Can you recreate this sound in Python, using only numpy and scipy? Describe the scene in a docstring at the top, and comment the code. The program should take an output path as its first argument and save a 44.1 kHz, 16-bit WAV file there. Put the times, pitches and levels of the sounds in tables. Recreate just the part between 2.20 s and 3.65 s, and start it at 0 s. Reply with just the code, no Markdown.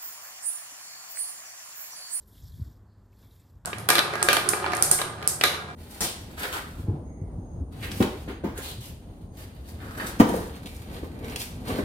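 """A garden bed, with distant traffic rumbling throughout. Water is flung from a plastic scoop and comes
down near the microphone: a soft shower of tiny drops on soil and leaves, a few larger ones that plink,
small bubbles where it pools. A short gust buffets the microphone as the water lands. A thin sizzle
fills the lull, then, about a second in, another, lighter throw falls in weaker wind."""
import sys
import numpy as np
from scipy import signal
from scipy.fft import rfft, irfft
from scipy.io import wavfile

SR = 44100
rng = np.random.default_rng(int(sys.argv[2]) if len(sys.argv) > 2 else 0)


def wav_record(signal):
    """Record a signal, one row per channel, as 16-bit PCM in the file named by sys.argv[1]."""
    frames = np.transpose(np.atleast_2d(signal))
    bounded = np.clip(frames, -1, 1)
    # unit amplitude maps onto the largest positive 16-bit level
    quanta = np.round(bounded * 32767).astype(np.int16)
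    wavfile.write(sys.argv[1], SR, quanta)


N = 63945
TIME = np.arange(N) / SR
BIN_HZ = np.arange(N // 2 + 1) * SR / N
NONZERO_HZ = np.maximum(BIN_HZ, 1)
LOW_CUT_HZ, HIGH_CUT_HZ = 32, 14250
FALL_60_DB = np.log(1000)   # exponent that takes a ring down by 60 dB


def from_db(db):
    """Decibels to gain."""
    return 10 ** (np.asarray(db) / 20)


def unit_rms(x):
    """Scale to unit power."""
    return x / np.sqrt(np.mean(x ** 2) + 1e-20)


def envelope(rows):
    """Gain through (s, dB) points."""
    return from_db(np.interp(TIME, *np.transpose(rows)))


def swells(rows):
    """Gain from bell-shaped swells of (centre s, peak dB, half length s)."""
    return sum(from_db(db) * np.exp(-.5 * ((TIME - s) / length) ** 2) for s, db, length in rows)


def colour(x, points):
    """Filter by (Hz, dB) points, falling 30 dB an octave past both ends; rms 1."""
    hz, db = np.transpose(points)
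    octave, known = np.log2(NONZERO_HZ), np.log2(hz)
    outside = np.abs(octave - np.clip(octave, known[0], known[-1]))
    gain = from_db(np.interp(octave, known, db) - 30 * outside)
    return unit_rms(irfft(rfft(x) * gain, N))


def noise(points):
    """Noise with the given spectrum; rms 1."""
    return colour(rng.standard_normal(N), points)


def band_noise(hz, width_hz):
    """Noise in one bell-shaped band, a random wobble when centred on 0 Hz; rms 1."""
    bell = np.exp(-2 * ((BIN_HZ - hz) / width_hz) ** 2)
    return unit_rms(irfft(rfft(rng.standard_normal(N)) * bell, N))


def widen(mid, side, side_db):
    """Left and right from a middle and a weaker side signal."""
    return mid + from_db(side_db) * side * np.array([[1], [-1]])


def pan(db):
    """Left and right gains for a level difference; positive leans left."""
    return from_db(db * np.array([[.5], [-.5]]))


# The open air over the garden. 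Each row: frequency in Hz, relative level in dB.
AIR_SPECTRUM = [(1500, -3), (2500, -24), (4000, -12), (5500, 2.5), (7500, 6.5), (10000, -1.5), (12500, -6),
                (14000, -3)]
def open_air():
    """A very faint, wide hiss all round the microphone."""
    return from_db(-87) * widen(noise(AIR_SPECTRUM), noise(AIR_SPECTRUM), side_db=-7)


# The street, heard from far off. Each row: frequency in Hz, relative level in dB.
TRAFFIC_SPECTRUM = [(25, -30), (45, 0.5), (70, -4), (105, -3), (135, -13.5), (200, -13), (265, -16.5),
                    (350, -20.5), (500, -24.5), (800, -29), (1020, -28), (1400, -34.5), (1800, -36.5),
                    (2300, -49.5), (3200, -50)]
def distant_traffic(rumble_db=-55.5, waver_db=1.1, tyre_hz=817, engine_db=-59.5):
    """Far traffic rumbles, its tyre noise a little to the right, and one engine drones."""
    rumble = widen(noise(TRAFFIC_SPECTRUM), noise(TRAFFIC_SPECTRUM), side_db=-27.5)
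    rumble *= from_db(rumble_db + waver_db * band_noise(0, width_hz=10))
    tyre_band = np.exp(-2 * np.log2(NONZERO_HZ / tyre_hz) ** 2)
    rumble = irfft(rfft(rumble) * pan(-4.5 * tyre_band), N)
    engine = from_db(engine_db) * band_noise(hz=99.9, width_hz=3.1)
    return (rumble + engine) * pan(0.32)


# Turbulence right at the microphone. Each row: frequency in Hz, relative level in dB.
WIND_SPECTRUM = [(28, -32), (45, -1), (70, 4.5), (110, -1), (160, -11.5), (260, -34.5), (400, -45)]
# Strength of the gust. Each row: time in seconds, level in dB.
GUST_LEVEL = [(0, -52.5), (.12, -66.5), (.17, -57.5), (.235, -44), (.33, -45.5), (.38, -42), (.48, -49.5),
              (.52, -52), (.56, -80), (1.06, -67), (1.15, -49.5), (1.23, -63), (1.29, -57.5), (1.38, -53),
              (1.45, -57.5)]
# Finer eddies in the gust. Each row: centre in seconds, level at the crest in dB, half length in seconds.
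EDDIES = [(.19, -63.5, 0.061), (.404, -47, 0.015), (0.476, -57, 0.033)]
# Single buffets on the microphone. Each row: centre in seconds, envelope peak in dB, pitch in Hz.
WIND_BUFFETS = [(0.4, -33.5, 157), (.423, -23, 88), (0.464, -36.5, 66.6), (0.48, -36, 99)]
def wind_on_microphone(buffet_cycles=0.46):
    """Gusts of low turbulence with brief flutters and a few single thumps of pressure."""
    out = envelope(GUST_LEVEL) * widen(noise(WIND_SPECTRUM), noise(WIND_SPECTRUM), side_db=-21)
    out += swells(EDDIES) * band_noise(hz=220, width_hz=182)
    for centre, db, hz in WIND_BUFFETS:
        cycles = (TIME - centre) * hz
        bell = np.exp(-.5 * (cycles / buffet_cycles) ** 2)
        out -= from_db(db) * np.sin(2 * np.pi * cycles) * bell
    return out * pan(0.5)


# The garden bed between the throws. Each row: time in seconds, level in dB.
SIZZLE_LEVEL = [(.62, -106), (.68, -85.5), (.72, -79), (.77, -84.5), (.87, -91), (.95, -105)]
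def sizzle():
    """A thin sizzle comes and goes in the lull."""
    return envelope(SIZZLE_LEVEL) * band_noise(hz=4500, width_hz=820)


def rising_note(hz, t, rise_per_s):
    """A bubble's tone, climbing by a fraction of its starting pitch each second."""
    return np.sin(2 * np.pi * hz * t * (1 + rise_per_s * t / 2))


def bubbles(centre_hz, spread_oct, per_s, ring_cycles=110, spread_db=4):
    """Trapped air rings in random short notes around one pitch, each rising as it dies; rms 1."""
    out, t = np.zeros(N + SR), np.arange(SR // 20) / SR
    for when, pitch, size in rng.random((int(per_s * N / SR), 3)):
        start = int(when * N)
        hz = centre_hz * 2 ** (spread_oct * (2 * pitch - 1))
        gain = from_db(spread_db * (2 * size - 1))
        attack, decay = 1 - np.exp(-hz * t / 2), np.exp(-FALL_60_DB * hz * t / ring_cycles)
        out[start:start + len(t)] += gain * attack * decay * rising_note(hz, t, rise_per_s=2.2)
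    return unit_rms(out[:N])


# Small bubbles in the water on the bed. Each row: time in seconds, level in dB.
FIZZ_LEVEL = [(.06, -108), (.125, -74), (.19, -72), (.3, -78), (.45, -77), (.52, -79.5), (.6, -93),
              (.92, -98), (1.0, -82), (1.05, -74.5), (1.14, -78.5), (1.22, -81.5), (1.33, -94)]
# Larger bubbles among them. Each row: time in seconds, level in dB.
GURGLE_LEVEL = [(.1, -105), (.19, -77), (.24, -90), (.46, -86.5), (.58, -102), (.92, -93), (1.05, -83.5),
                (1.13, -85), (1.205, -79.5), (1.3, -88.5), (1.45, -98)]
def puddle():
    """Where the water pools, small bubbles fizz and larger ones gurgle."""
    fizz = envelope(FIZZ_LEVEL) * bubbles(centre_hz=3500, spread_oct=.13, per_s=790)
    gurgle = envelope(GURGLE_LEVEL) * bubbles(centre_hz=2350, spread_oct=.27, per_s=400)
    return fizz + gurgle


# Water hitting the soil. Each row: centre in seconds, level at the crest in dB, half length in seconds.
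SOIL_SLAPS = [(.435, -70.5, 0.019), (1.045, -77.5, 0.016)]
def soil_slaps():
    """The bulk of each throw slaps softly on the soil."""
    return swells(SOIL_SLAPS) * band_noise(hz=1370, width_hz=970)


# Splashing on soil and leaves, close by. Each row: frequency in Hz, relative level in dB.
SPLASH_SPECTRUM = [(1800, -6), (2200, -15), (2700, -21), (3050, -8.5), (3400, -4.5), (4400, -1.5),
                   (5500, -2.5), (6300, -7), (7500, -2.5), (9000, -13), (10300, -15), (11300, -6.5),
                   (12500, -0.3), (14200, -2)]
def patter(per_s=5600, spread_db=4.5, largest_db=11.5, pitches=24, ring_cycles=20, cluster_db=0):
    """Countless droplets of random size, each ringing briefly at one of a set of pitches; rms 1."""
    sizes = from_db(np.minimum(spread_db * rng.exponential(1, N), largest_db))
    signs = rng.choice([-1, 1], N)
    hits = sizes * signs * (rng.random(N) < per_s / SR)
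    pitch_index = rng.integers(0, pitches, N)
    out = 0
    for k, hz in enumerate(np.linspace(2110, HIGH_CUT_HZ, pitches)):
        radius, angle = np.exp(-FALL_60_DB * hz / (ring_cycles * SR)), 2 * np.pi * hz / SR
        resonator = [1, -2 * radius * np.cos(angle), radius ** 2]
        clustering = from_db(cluster_db * band_noise(0, width_hz=51))   # at 0 dB the patter stays even
        strikes = hits * (pitch_index == k) * clustering
        out += unit_rms(signal.lfilter([1, 0, -1], resonator, strikes + 1e-18))
    return colour(out, SPLASH_SPECTRUM)


# Larger drops that plink near the microphone. Each row: start in seconds, level in dB, pitch in Hz,
# time to fall 60 dB in seconds, bandwidth of the splat in Hz.
LARGE_DROPS = [(.075, -55, 12500, 0.048, 1500), (.146, -64, 2950, .04, 300), (.179, -52, 3500, 0.02, 900),
               (.222, -60, 5370, .025, 450), (.223, -56, 6550, 0.03, 900), (.254, -54, 5100, 0.041, 950),
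               (.271, -53, 5540, 0.024, 400), (.279, -51, 5000, 0.025, 1290), (.300, -56, 4500, .029, 1200),
               (.320, -47, 3980, 0.015, 503), (.339, -50, 3400, 0.02, 300), (.353, -56, 3400, 0.016, 252),
               (.376, -59, 3330, 0.02, 250), (.406, -54, 4460, 0.025, 1600), (.482, -74, 5300, .03, 700),
               (.527, -67.5, 5660, 0.055, 500), (.556, -66, 5030, 0.025, 350),
               (.926, -60.5, 2570, 0.028, 650), (.970, -67, 4400, 0.042, 400),
               (1.026, -64, 3750, 0.063, 1100), (1.037, -66, 2260, 0.064, 750),
               (1.053, -63, 3550, 0.036, 800), (1.109, -53.5, 4000, 0.022, 380),
               (1.162, -61, 3600, 0.027, 600), (1.196, -63, 7940, 0.055, 2000)]
def large_drops(attack_s=0.0027, tick_db=-25, tick_s=0.00072, note_db=-4.5):
    """Each large drop makes a tick, a wet splat and a short bubble note that rises in pitch."""
    out, tick = 0, from_db(tick_db) * noise(SPLASH_SPECTRUM)
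    for start, db, hz, t60, width_hz in LARGE_DROPS:
        t = np.maximum(TIME - start, 0)
        attack, decay = 1 - np.exp(-t / attack_s), np.exp(-FALL_60_DB * t / t60)
        splat = band_noise(hz, width_hz)
        plink = splat + from_db(note_db) * rising_note(hz, t, rise_per_s=2)
        plink /= np.sqrt(np.average(plink ** 2, weights=(attack * decay) ** 2))   # rms 1 while it sounds
        out += from_db(db) * attack * (plink * decay + tick * np.exp(-t / tick_s))
    return out


# Flow of water landing on the bed, both throws. Each row: time in seconds, relative level in dB.
FLOW_LEVEL = [(0, -65.5), (.025, -65.5), (.05, -72.5), (.08, -66.5), (.15, -61), (.27, -62), (.42, -63.5),
              (.48, -65), (.54, -72), (.59, -78), (.72, -87), (.88, -81), (.96, -70), (1.03, -66.5),
              (1.09, -71.5), (1.165, -67), (1.31, -73), (1.45, -88)]
# The finest spray, strongest early in the first throw. 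Each row: time in seconds, level in dB.
MIST_LEVEL = [(0, -74), (.05, -78), (.08, -67), (.15, -65.5), (.25, -74.5), (.41, -69), (.48, -85),
              (.6, -105), (.88, -100), (.99, -76), (1.16, -74.5), (1.27, -84), (1.45, -100)]
# The dull wash of wet earth. Each row: frequency in Hz, relative level in dB.
SOIL_SPECTRUM = [(800, -15), (1150, 2.5), (1750, 13), (2100, -10), (3000, -20)]
# Spray scattered to either side of the microphone. Each row: frequency in Hz, relative level in dB.
SCATTER_SPECTRUM = [(3000, -30), (4000, -42), (7500, -5), (10000, -4), (12500, 6), (14200, 12)]
def showers(patter_db=-5.5, spray_db=-6, soil_db=-17.5, clump_db=1.63, clump_hz=60.5):
    """Water lands in clumps, driving droplets, spray and the wash of wet soil, with fine mist on top."""
    clumps = from_db(clump_db * band_noise(0, clump_hz))
    mist = envelope(MIST_LEVEL) * band_noise(hz=11960, width_hz=4400) * pan(0.5)
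    droplets = from_db(patter_db) * patter()
    spray = from_db(spray_db) * noise(SPLASH_SPECTRUM)
    wash = from_db(soil_db) * noise(SOIL_SPECTRUM)
    water = widen(droplets + spray + wash, noise(SCATTER_SPECTRUM), side_db=-19.5)
    return clumps * (envelope(FLOW_LEVEL) * water + mist)


def scene():
    """Water close by, wind on the microphone and the street far behind."""
    water = sizzle() + soil_slaps() + showers() + puddle() + large_drops()
    return water + wind_on_microphone() + distant_traffic() + open_air()


def record(dry):
    """At the microphone the deepest bass is rolled off and the top is cut steeply."""
    thinned = irfft(rfft(dry) / np.sqrt(1 + (LOW_CUT_HZ / NONZERO_HZ) ** 10), N)
    high_cut = signal.ellip(12, .2, 70, HIGH_CUT_HZ, fs=SR, output="sos")
    return signal.sosfilt(high_cut, thinned)


dry = scene()
out = record(dry)
wav_record(out)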